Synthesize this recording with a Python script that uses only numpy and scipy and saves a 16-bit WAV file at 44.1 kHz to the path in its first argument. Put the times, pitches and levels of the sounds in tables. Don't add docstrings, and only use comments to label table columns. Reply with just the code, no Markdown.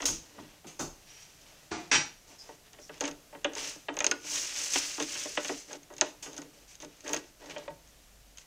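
import sys
import numpy as np
from scipy import signal
from scipy.fft import rfft, irfft
from scipy.io import wavfile
from scipy.ndimage import uniform_filter1d, map_coordinates

SR = 44100
rng = np.random.default_rng(int(sys.argv[2]) if len(sys.argv) > 2 else 0)


def to_linear_factor(level_db):
    exponent = np.asarray(level_db, float) / 20
    return 10 ** exponent


def wrap_up_sound(samples):
    columns = np.atleast_2d(samples).T
    tamed = np.clip(columns, -1, 1)
    steps = np.round(tamed * 32767).astype(np.int16)
    wavfile.write(sys.argv[1], SR, steps)


N = 373086


def unit(x):
    return x / np.sqrt(np.mean(x ** 2) + 1e-20)


def along(points, hz):
    f, v = np.transpose(points)
    return np.interp(np.log(hz + 1), np.log(f + 1), v)


def curves(rows):
    s, *cols = np.transpose(rows)
    return [np.interp(np.arange(N) / SR, s, c, -120, -120) for c in cols]


def wobble(rate):
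    knots = rng.standard_normal(int(N * rate / SR) + 4)
    return map_coordinates(knots, [np.arange(N) * rate / SR])


def filtered(x, response):
    h = irfft(response(np.fft.rfftfreq(2 ** 15, 1 / SR)))
    return signal.oaconvolve(x, h / np.linalg.norm(h))[:len(x)]


def coloured(x, spectrum):
    def response(hz):
        c = irfft(np.log(to_linear_factor(along(spectrum, hz)) + 1e-6))
        c[1:len(c) // 2] *= 2
        c[len(c) // 2 + 1:] = 0
        return np.exp(rfft(c))
    return filtered(x, response)


def resonant(x, peaks):
    def response(f):
        total = 0
        for k, (c, w, db) in enumerate(peaks):
            total = total + (-1) ** k * to_linear_factor(db) * 1j * f * w / (c * c - f * f + 1j * f * w)
        return total
    return filtered(x, response)


def dulled(x, corner_hz):
    return filtered(x, lambda hz: 1 / (1 + 1j * hz / corner_hz) ** 4)


def bursts(times, levels_db, lives, rise=0.13):
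    shape = np.zeros(N + SR)
    for s, db, life in zip(times, levels_db, lives):
        u = np.arange(round(8 * life * SR) + 2) / (SR * life)
        shape[round(s * SR):][:len(u)] += to_linear_factor(db - 9.84 * u) * (1 - np.exp(-u / rise))
    return shape[:N] * rng.standard_normal(N)


def blows(times, levels_db):
    return np.bincount(np.round(times * SR).astype(int), to_linear_factor(levels_db), N)


# pitch in Hz, time to fall 60 dB in seconds.
ROOM_DECAY = [(200, 0.41), (2000, 0.31), (6000, 0.34), (12000, 0.2)]


def room(x):
    out, step = np.zeros(N + 2 * SR), SR // 4
    for i in range(0, N, step):
        hz, t, z = signal.stft(rng.standard_normal(SR // 2), SR, nperseg=256)
        decay = to_linear_factor(-60 * t / along(ROOM_DECAY, hz)[:, None])
        tail = signal.istft(z * decay, SR, nperseg=256)[1]
        wet = signal.fftconvolve(x[i:i + step], tail / np.linalg.norm(tail))
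        out[i:i + len(wet)] += wet
    return out[:N]


def lattice(x):
    low_hz, high_hz = 270, 4150
    return signal.sosfilt(signal.butter(4, [low_hz, high_hz], "band", fs=SR, output="sos"), x)


# pitch in Hz, level in dB per Hz.
AIR = [(53, -41), (90, -6.5), (145, -6), (273, -11.5), (370, -13.5), (711, -11), (865, -16.5), (1700, -17),
       (3190, -18.5), (4320, -18), (6830, -17.5), (11300, -24), (16300, -24.5)]
# pitch in Hz, level in dB per Hz.
HAND_RUMBLE = [(10, -32), (18, 7), (32, 6), (50, 2.5), (80, -3), (110, -15), (160, -34)]
# time in seconds, level in dB.
GRIP_SHIFTS = [(.12, -49.5), (.87, -58)]
# time in seconds, level in dB, pitch in Hz.
MOTOR = [(6.2, -101, 48.8), (6.66, -63, 48.7), (6.92, -67, 50), (7.1, -68, 49.1), (7.38, -65, 48.4),
         (7.54, -66, 48.4), (8.13, -59, 49.1), (8.46, -64, 49.2)]
# pitch in Hz, level in dB.
WHINE = [(11542, -87.5)]


def room_tone():
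    t = np.arange(N) / SR
    air_db, rumble_db, shift_s = -60.5, -68.5, 0.075
    air = to_linear_factor(air_db + 0.83 * wobble(1.7)) * unit(coloured(rng.standard_normal(N), AIR))
    grip = sum(to_linear_factor(db) * np.exp(-((t - s) / shift_s) ** 2) for s, db in GRIP_SHIFTS)
    hand_level = grip + to_linear_factor(rumble_db + 2.0 * wobble(8.2))
    hand = hand_level * unit(coloured(rng.standard_normal(N), HAND_RUMBLE))
    motor_db, motor_hz = curves(MOTOR)
    motor_phase = 2 * np.pi * np.cumsum(motor_hz + 1.5 * wobble(5.7)) / SR
    motor = to_linear_factor(motor_db + 1.5 * wobble(8.3)) * np.sin(motor_phase)
    (whine_hz, whine_db), = WHINE
    whine = to_linear_factor(whine_db + 10.5) * np.sin(2 * np.pi * whine_hz * t)
    return air + hand + motor + whine


# pitch in Hz, level in dB per Hz.
BRIGHT = [(2470, -36.5), (4200, -11.5), (6180, -1.5), (9290, -17.5), (12400, -29.5), (15100, -26.5),
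          (15800, -32), (16300, -43)]
# pitch in Hz, level in dB per Hz.
CRUNCH = [(700, -18), (1400, -8), (2000, -3.5), (2800, 0), (3600, -4), (4600, -8), (6000, -9), (9500, -70)]
# pitch in Hz, level in dB per Hz.
THUD = [(60, -56), (130, -17.5), (280, 3), (900, 5.5), (1500, -2.5), (2500, -53)]
# pitch in Hz, width in Hz, level in dB.
HOLLOW = [(291.3, 24, 6.5), (455, 74, -2)]
# pitch in Hz, width in Hz, level in dB.
WALLS = [(592.4, 31.6, 3.5), (898.6, 26, -1.5), (1485, 25, -8), (1638, 71, -7.5), (1914, 47, -5)]
# start in seconds, length in seconds, then rasp, crunch and crate hum in dB.
SCRAPES = [(1.063, 0.21, -65, -65, -85), (2.65, .04, -76, -63, -70), (2.272, 0.11, -62, -65, -61),
           (2.383, 0.071, -64, -72, -69), (2.435, 0.13, -63.5, -66, -61), (2.79, 0.11, -59, -80, -84),
           (3, 0.098, -47.5, -48, -44), (6.364, 0.028, -53.5, -67, -57), (6.675, 0.095, -58, -64, -84),
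           (6.8, 0.056, -55, -57, -57.5), (7.037, 0.17, -51, -57, -43.5), (7.496, 0.027, -60, -48.5, -59),
           (0.185, 0.42, -71, -64.5, -62), (.98, 0.55, -68, -67.5, -75), (1.417, 0.28, -70, -66.5, -67),
           (2.912, 0.082, -67, -59.5, -58), (3.434, 0.14, -80, -82, -50.5), (3.928, 0.26, -69, -78, -46.5),
           (5.678, 0.096, -52.5, -54, -50), (5.983, 0.13, -56, -53, -56), (6.203, 0.27, -69, -71, -58.5),
           (6.53, 0.13, -69, -71, -66), (6.817, 0.5, -70, -68, -71), (7.393, 0.28, -62.5, -57.5, -51),
           (8.374, 0.063, -62, -72, -89), (0, 0.054, -48, -56, -60), (5.13, 0.13, -54.5, -52.5, -70),
           (5.004, .045, -54, -43.5, -48)]
# time in seconds, pressure in dB.
DRAGS = [
    [(3.522, -90), (3.575, -42), (3.632, -40), (3.69, -42), (3.76, -53.5), (3.89, -85)],
    [(4.2, -64.5), (4.27, -43.5), (4.345, -34.5), (4.41, -35.5), (4.46, -38.5), (4.53, -42), (4.58, -60)],
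    [(4.5, -72), (4.56, -37), (4.61, -36), (4.7, -38.5), (4.76, -31), (4.82, -36), (4.93, -41.5),
     (4.99, -44.5), (5.04, -60)],
    [(4.97, -62), (5.03, -44.5), (5.11, -40), (5.2, -40), (5.33, -45.5), (5.48, -44), (5.608, -48.5),
     (5.69, -70)],
]
# rasp, crunch and crate hum, all in dB over the pressure.
DRAG_SHARES = [(0, -2.5, -9), (0, -6.5, -18), (0, -5.5, -18), (0, -6, -19)]
# rasp, crunch and crate hum in dB.
FIDGET = (-72, -72.5, -79)


def rasp():
    gains = to_linear_factor(np.array(FIDGET)[:, None] + 1.03 * wobble(2.9))
    for drag, shares_db in zip(DRAGS, DRAG_SHARES):
        gains += to_linear_factor(curves(drag)[0] + np.array(shares_db)[:, None])
    for s, length, *levels_db in SCRAPES:
        swell = np.sqrt(np.sin(np.linspace(0, np.pi, round(length * SR))).clip(0))
        gains[:, round(s * SR):][:, :len(swell)] += to_linear_factor(np.array(levels_db))[:, None] * swell
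    stroke_db = 0.78 * wobble(18)

    def grains():
        return rng.standard_normal(N) * to_linear_factor(stroke_db + 1.5 * wobble(900) + 1.6 * wobble(120))

    bright = unit(coloured(grains(), BRIGHT))
    crunch = unit(coloured(grains(), CRUNCH))
    hum = unit(resonant(grains(), HOLLOW + WALLS) + 0.7 * coloured(grains(), THUD))
    return gains[0] * bright + gains[1] * crunch + gains[2] * lattice(hum)


# time in seconds, peak in dB, hardness in dB, contact in seconds.
TAPS = [(.796, -41, -1, 0.0073), (3.039, -36, 5.5, 0.037), (3.325, -41.5, -8, 0.017),
        (4.004, -27, 2.5, 0.015), (4.043, -24.5, 6, 0.0051), (4.114, -26, 0, 0.012),
        (4.756, -20, 0, 0.0086), (5.15, -39, 3, 0.022), (5.373, -18.5, 0.5, 0.0116),
        (5.447, -31.5, 2, 0.017), (6.012, -18, -5, 0.015), (7.06, -35, -3, 0.032),
        (7.136, -21.5, -5, 0.008)]
BANGS = [(.001, -33.5, -2, 0.016), (.023, -33.5, 2, 0.015), (2.488, -40, -11, 0.014),
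         (2.733, -51, 3.5, 0.023), (2.786, -47, -1, 0.012), (2.893, -35, -5, 0.011),
         (3.007, -27, -12, 0.014), (3.022, -36, -12, 0.01), (3.031, -40.5, -12, 0.01),
         (3.081, -32.5, -10, 0.0099), (3.348, -37, -6, 0.012), (3.445, -21.5, 4.5, 0.012),
         (3.561, -35.5, -8, 0.011), (3.884, -23, -1.5, 0.012), (3.969, -30, -0.5, 0.011),
         (4.062, -28.5, -13, 0.015), (4.979, -30.5, -33, 0.012), (5, -25, -1, 0.011),
         (5.253, -32, -12, 0.012), (5.492, -24.5, -7, 0.015), (5.706, -39.5, -25, 0.016),
         (5.73, -41.5, -25, 0.0154), (5.93, -53, -25, 0.016), (5.9, -41, -14, 0.023),
         (5.986, -46, -10, 0.007), (7.159, -32.5, 0, 0.0125), (7.417, -48, -1, 0.0085)]
PAWS = [
    (3.759, -46, -2, 0.0035),
    (4.243, -47.5, 4, 0.016),
    (6.258, -42, 1, 0.029),
    (6.38, -38.5, -19, 0.0143),
    (6.419, -46, -1, 0.0087),
    (6.826, -39.5, -11, 0.016),
    (7.095, -41, -19, 0.013),
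]
JOLTS = [
    (0.083, -36, 3, 0.013),
    (.125, -46, -6, 0.011),
    (0.379, -41, -17, 0.017),
    (0.643, -45, -5, 0.014),
    (.794, -34.5, -8, 0.013),
    (.822, -41, -10, 0.0094),
]
FLICKS = [
    (7.484, -44, -13, 0.0065),
    (7.515, -48, -4, 0.012),
    (7.561, -34, 0, 0.015),
    (7.678, -32.5, -2, 0.0073),
    (7.704, -37.5, -30, 0.0107),
]
# walls, slap, hollow, shelf and thump, all in dB.
STIRS = [
    (-3.5, -2, -13.5, -30.5, -29),
    (0.5, -0.5, -4, -23.5, -30),
    (1, 1, 1.5, -17.5, -21),
    (-4, 4, -10.5, -13, 3.5),
    (6, -7.5, -11.5, -19.5, -30),
]
# pitch in Hz, width in Hz, level in dB.
SHELF = [(154.4, 10.6, 0), (271, 10.4, -4)]
# pitch in Hz, level in dB per Hz.
KNOCK = [(700, -15.5), (1400, -3), (2000, 0), (2800, 0), (3500, -4.5), (4300, -20), (6000, -38),
         (9500, -76)]
# pitch in Hz, level in dB per Hz.
THUMP = [(60, -27), (110, -2), (200, -1), (330, 4.5), (480, -11.5), (900, -38)]


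def knocks():
    kinds = [TAPS, BANGS, PAWS, JOLTS, FLICKS]
    s, db, hard_db, contact = np.vstack(kinds).T
    wall_db, slap_db, hollow_db, boom_db, thump_db = np.repeat(STIRS, [len(k) for k in kinds], axis=0).T
    boom_db = boom_db - 0.57 * (db + 37.5)
    place_db = 2.9 * rng.standard_normal((len(s), len(WALLS)))
    soft = 0.19
    strike_db = 20.5

    def blow(gain_db, life):
        return bursts(s, gain_db, life, soft) + blows(s + 0.1513 * contact, gain_db + strike_db)

    walls = 0
    for k, (hz, width, level) in enumerate(WALLS):
        tilt_db = wall_db.clip(0) * np.log2(hz / 600)
        mode_db = db + wall_db + level - 13.5 + place_db[:, k] - tilt_db
        walls = walls + resonant(blow(mode_db, contact), [(hz, 0.86 * width, 0)])
    hollow = resonant(blow(db + hollow_db - 4.0, 2.52 * contact), HOLLOW)
    boom = resonant(bursts(s, db + boom_db + 1.5, 2.9 * contact, soft), SHELF)
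    slap = coloured(bursts(s, db + slap_db - 5, 1.1 * contact, soft), THUD)
    crack = coloured(bursts(s, db + hard_db - 2.5, 0.58 * contact, soft), KNOCK)
    thump = coloured(bursts(s, db + thump_db - 4.5, 2.94 * contact, soft), THUMP)
    return lattice(walls + hollow + slap) + boom + thump + crack


# time in
# seconds, peak in dB.
TICKS = [(.0295, -32), (0.041, -28.5), (0.055, -12.5), (.0598, -26), (.0652, -23), (3.0015, -39),
         (3.024, -33), (6.225, -35), (2.7319, -36), (3.0385, -25.5), (3.4446, -22), (3.5523, -24),
         (4.0045, -16), (4.0439, -11.5), (4.0654, -7.5), (4.357, -23), (4.3956, -25), (4.6023, -30),
         (4.7356, -15), (5.832, -39), (5.025, -17), (5.1412, -26), (5.4468, -23.5), (5.7306, -26),
         (5.938, -37), (5.966, -33), (5.928, -47), (7.128, -29), (7.173, -29), (4.2492, -38), (4.2707, -32),
         (4.9791, -38), (5.9817, -28), (6.0111, -4.5), (6.331, -33.5), (6.3657, -34), (6.379, -27),
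         (6.418, -31), (6.8224, -31.5), (6.8473, -33), (7.0062, -38), (7.0786, -25), (7.1444, -18.5)]
# time in seconds, peak in dB.
CRACKS = [(0.02, -24), (7.497, -39), (7.52, -41), (2.9416, -39), (2.978, -43), (3.0078, -17), (3.054, -24),
          (3.078, -24.5), (3.112, -31.5), (3.5344, -31), (3.5819, -23), (3.941, -40), (3.9678, -24),
          (3.989, -20), (4.0214, -28), (4.1128, -10.5), (4.382, -26), (4.561, -25), (4.752, -20),
          (4.9994, -20.5), (5.3734, -38), (5.482, -21.5), (6.342, -37), (6.802, -37), (7.0925, -25),
          (7.109, -35), (7.1323, -15), (7.1642, -22), (7.459, -39), (7.5817, -31.5), (8.373, -37),
          (8.3833, -32.5)]
# pitch in Hz, width in Hz.
PORT = (6450, 560)
# pitch in Hz, level in dB per Hz.
SHOCK = [(500, -57), (2470, -19), (4200, -18), (5610, -16), (6500, -6), (7450, -20.5), (9800, -26.5),
         (16300, -52.5)]


def snaps():
    s, db = np.transpose(TICKS + CRACKS)
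    same = np.ones(len(s))
    tick_crumble_db, crack_crumble_db = -14, -7.5
    crumble_db = np.repeat([tick_crumble_db, crack_crumble_db], [len(TICKS), len(CRACKS)])
    crumble_db = crumble_db - 0.067 * (db + 31)
    shock = blows(s, db + 17.0)
    for lag_s in (.0006, .0014):
        shock = shock + blows(s + lag_s, db + 10.5 + 2 * rng.standard_normal(len(s)))
    port_hz, port_width = PORT
    ping = resonant(resonant(shock, [(port_hz, port_width, 0)]), [(port_hz, 4 * port_width, 0)])
    ping = dulled(ping, 7000)
    snap = bursts(s, db - 3.5, 0.00117 * same, rise=0.63)
    after_rattle = dulled(bursts(s, db - 17.5, 0.0066 * same), 9000)
    edge = coloured(snap + after_rattle, SHOCK)
    crumble = coloured(bursts(s, db + crumble_db - 5.0, 0.0054 * same, rise=0.12), CRUNCH)
    return to_linear_factor(-15.5) * ping, edge + crumble


# time in seconds, peak in dB.
SPLINTERS = [(0.0204, -55), (0.0384, -47), (0.0534, -44), (3.0081, -40), (3.0384, -48), (3.0534, -59),
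             (3.0755, -60), (3.9679, -51), (3.9878, -42), (4.0038, -45), (4.0453, -44), (4.0642, -40),
             (4.1116, -46), (4.7354, -42), (4.7514, -43), (4.9994, -52), (5.445, -54), (5.9813, -56),
             (6.0112, -48), (7.0778, -55), (7.0918, -50), (7.1084, -43), (7.1317, -30), (7.1434, -40),
             (7.1634, -51)]
# pitch in Hz, level in dB per Hz.
SPLINTER_TOP = [(7000, -42), (10000, 3.5), (12500, -7), (15500, 10), (16400, -10)]


def splinters():
    s, db = np.transpose(SPLINTERS)
    life_s = 0.0044
    return coloured(bursts(s, db - 5.5, np.full(len(s), life_s), rise=0.2), SPLINTER_TOP)


# time in seconds, peak in dB, thud and hiss in dB over it, rattle in seconds.
CLACKS = [
    (0.055, -35, -2, 17.5, 0.012),
    (0.0614, -37.5, -30, 4.5, 0.054),
    (0.6655, -43.5, -9, 0.5, 0.035),
    (0.791, -36.5, 0, 5.5, 0.031),
    (2.3874, -58.5, -24, 11.5, 0.017),
    (6.2245, -36.5, -12, 3.5, 0.017),
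]


def clacks():
    s, db, thud_db, hiss_db, rattle = np.transpose(CLACKS)
    body = coloured(bursts(s, db - 7.5, rattle), CRUNCH)
    thud = coloured(bursts(s, db + thud_db - 0.5, rattle), THUD)
    port_ring = resonant(bursts(s, db + hiss_db - 7.0, rattle), [(*PORT, 0)])
    hiss = coloured(bursts(s, db + hiss_db - 7, rattle), BRIGHT)
    return body + thud + port_ring + hiss


# start in seconds, length in seconds, level in dB.
NUDGE = (1.03, 0.28, -62)
# time in seconds, peak in dB, thud and ring in dB over it, rattle in seconds.
LANDING = [
    (1.708, -33, -10, -16, 0.07),
    (1.714, -32, 2.5, -17, 0.012),
    (1.9134, -9, -19.5, -17, 0.015),
    (1.927, -16.5, -14.5, -8, 0.012),
    (1.9389, -15, -30, -3, 0.012),
    (1.9508, -17.5, -38, 7, 0.0085),
]
# pitch in Hz, level in dB, time to fall 60 dB in seconds.
DISH_MODES = [(883, -16, .36), (2250, -13, .26), (2320, -14, .3), (2643, -11, .23), (3095, -8, .13),
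              (4204, -15, .21), (4506, -9, .26), (5706, 1, .18), (6180, -16, .3), (6611, -18, .25),
              (7187, -14, .24), (7522, -14, .2), (8603, -19, .2), (9017, -22, .2)]
# pitch in Hz, level in dB per Hz.
CLATTER = [(590, -24.5), (1000, -10.5), (2690, -4.5), (3240, -10), (5450, -10.5), (5860, -6), (8880, -23),
           (9350, -20), (9950, -90), (12000, -103.5), (15600, -128), (22000, -120)]
# pitch in Hz, width in Hz, level in dB.
COUNTER = [(326, 42, 3), (703, 35, 0), (855, 66, 1), (1210, 26, -10), (1440, 27, -12)]
# pitch in Hz, level in dB per Hz.
BOARDS = [(35, -37), (70, -6), (150, 5), (260, 4), (500, -38)]


def dish():
    s, db, thud_db, ring_db, rattle = np.transpose(LANDING)
    metal = [(hz, np.log(1000) / (np.pi * t60), level) for hz, level, t60 in DISH_MODES]
    start, length, slide_db = NUDGE
    stroke = np.sin(np.pi * ((np.arange(N) / SR - start) / length).clip(0, 1))
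    slide = stroke * rng.standard_normal(N)
    held = [(hz, 4 * width, level) for hz, width, level in metal]
    strike = blows(s, db + ring_db + 11.5) + bursts(s, db + ring_db - 21, 1.5 * rattle)
    ring = resonant(strike, metal) + to_linear_factor(slide_db) * resonant(slide, held)
    clatter = coloured(bursts(s, db - 9.0, rattle), CLATTER)
    thud = coloured(bursts(s, db + thud_db - 7.5, rattle), THUD)
    counter = resonant(bursts(s, db + thud_db - 3.0, rattle), COUNTER)
    boards = coloured(bursts(s, db + thud_db - 11, 1.55 * rattle, rise=0.26), BOARDS)
    return clatter + thud + counter + boards, dulled(ring, 9500)


# start in seconds,
# length in seconds, pitch in Hz, level in dB.
SQUEAKS = [
    (1.15, .1, 5600, -77),
    (2.381, 0.057, 5100, -52),
    (2.812, 0.06, 5670, -58),
]


def squeaks():
    x, flutter = np.zeros(N), to_linear_factor(2.1 * wobble(60))
    width_hz = 540
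    for s, length, hz, db in SQUEAKS:
        band, n = [(hz, width_hz, 0)], round(length * SR)
        hiss = unit(resonant(resonant(rng.standard_normal(SR // 4), band), band))[:n]
        swell = np.sin(np.linspace(0, 3.14, n)) ** .6
        x[round(s * SR):][:n] += to_linear_factor(db) * swell * hiss
    return x * flutter


# time in seconds, peak in dB.
RIM_HITS = [
    [(3.446, -44), (3.886, -37), (4.045, -48), (4.114, -28), (5.374, -42), (6.013, -34)],
    [(3.895, -38), (7.484, -44), (7.5, -44), (7.563, -39), (7.679, -37), (5.374, -36)],
]
# pitch in Hz, width in Hz.
RIM_NOTES = [(1466, 37), (905, 21)]


def rims():
    song = 0
    for hits, note in zip(RIM_HITS, RIM_NOTES):
        s, db = np.transpose(hits)
        song = song + resonant(bursts(s, db + 1.5, np.full(len(s), 0.009)), [(*note, 0)])
    return song


def scene():
    tone = room_tone()
    near = rasp() + knocks() + squeaks() + rims()
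    ping, crust = snaps()
    landing, ring = dish()
    far = clacks() + landing
    direct = ping + splinters() + crust + near + ring + far
    into_room = to_linear_factor(-13.5) * crust + to_linear_factor(-12.0) * near + to_linear_factor(-7.0) * ring + far
    return (direct + room(into_room) + tone)[None]


def top_cut(x):
    return signal.sosfilt(signal.butter(12, 16660, fs=SR, output="sos"), x)


def record(dry):
    kept = signal.sosfilt(signal.cheby2(10, 50, 16500, fs=SR, output="sos"), dry)
    treble = signal.sosfiltfilt(signal.butter(10, 9400, "high", fs=SR, output="sos"), kept)

    def power(x):
        return abs(uniform_filter1d(x ** 2, size=1024))

    masked = power(treble) < to_linear_factor(-29) ** 2 * power(kept)
    kept = kept - treble * uniform_filter1d(1. * masked, size=256)
    return top_cut(kept)


dry = scene()
out = record(dry)
wrap_up_sound(out)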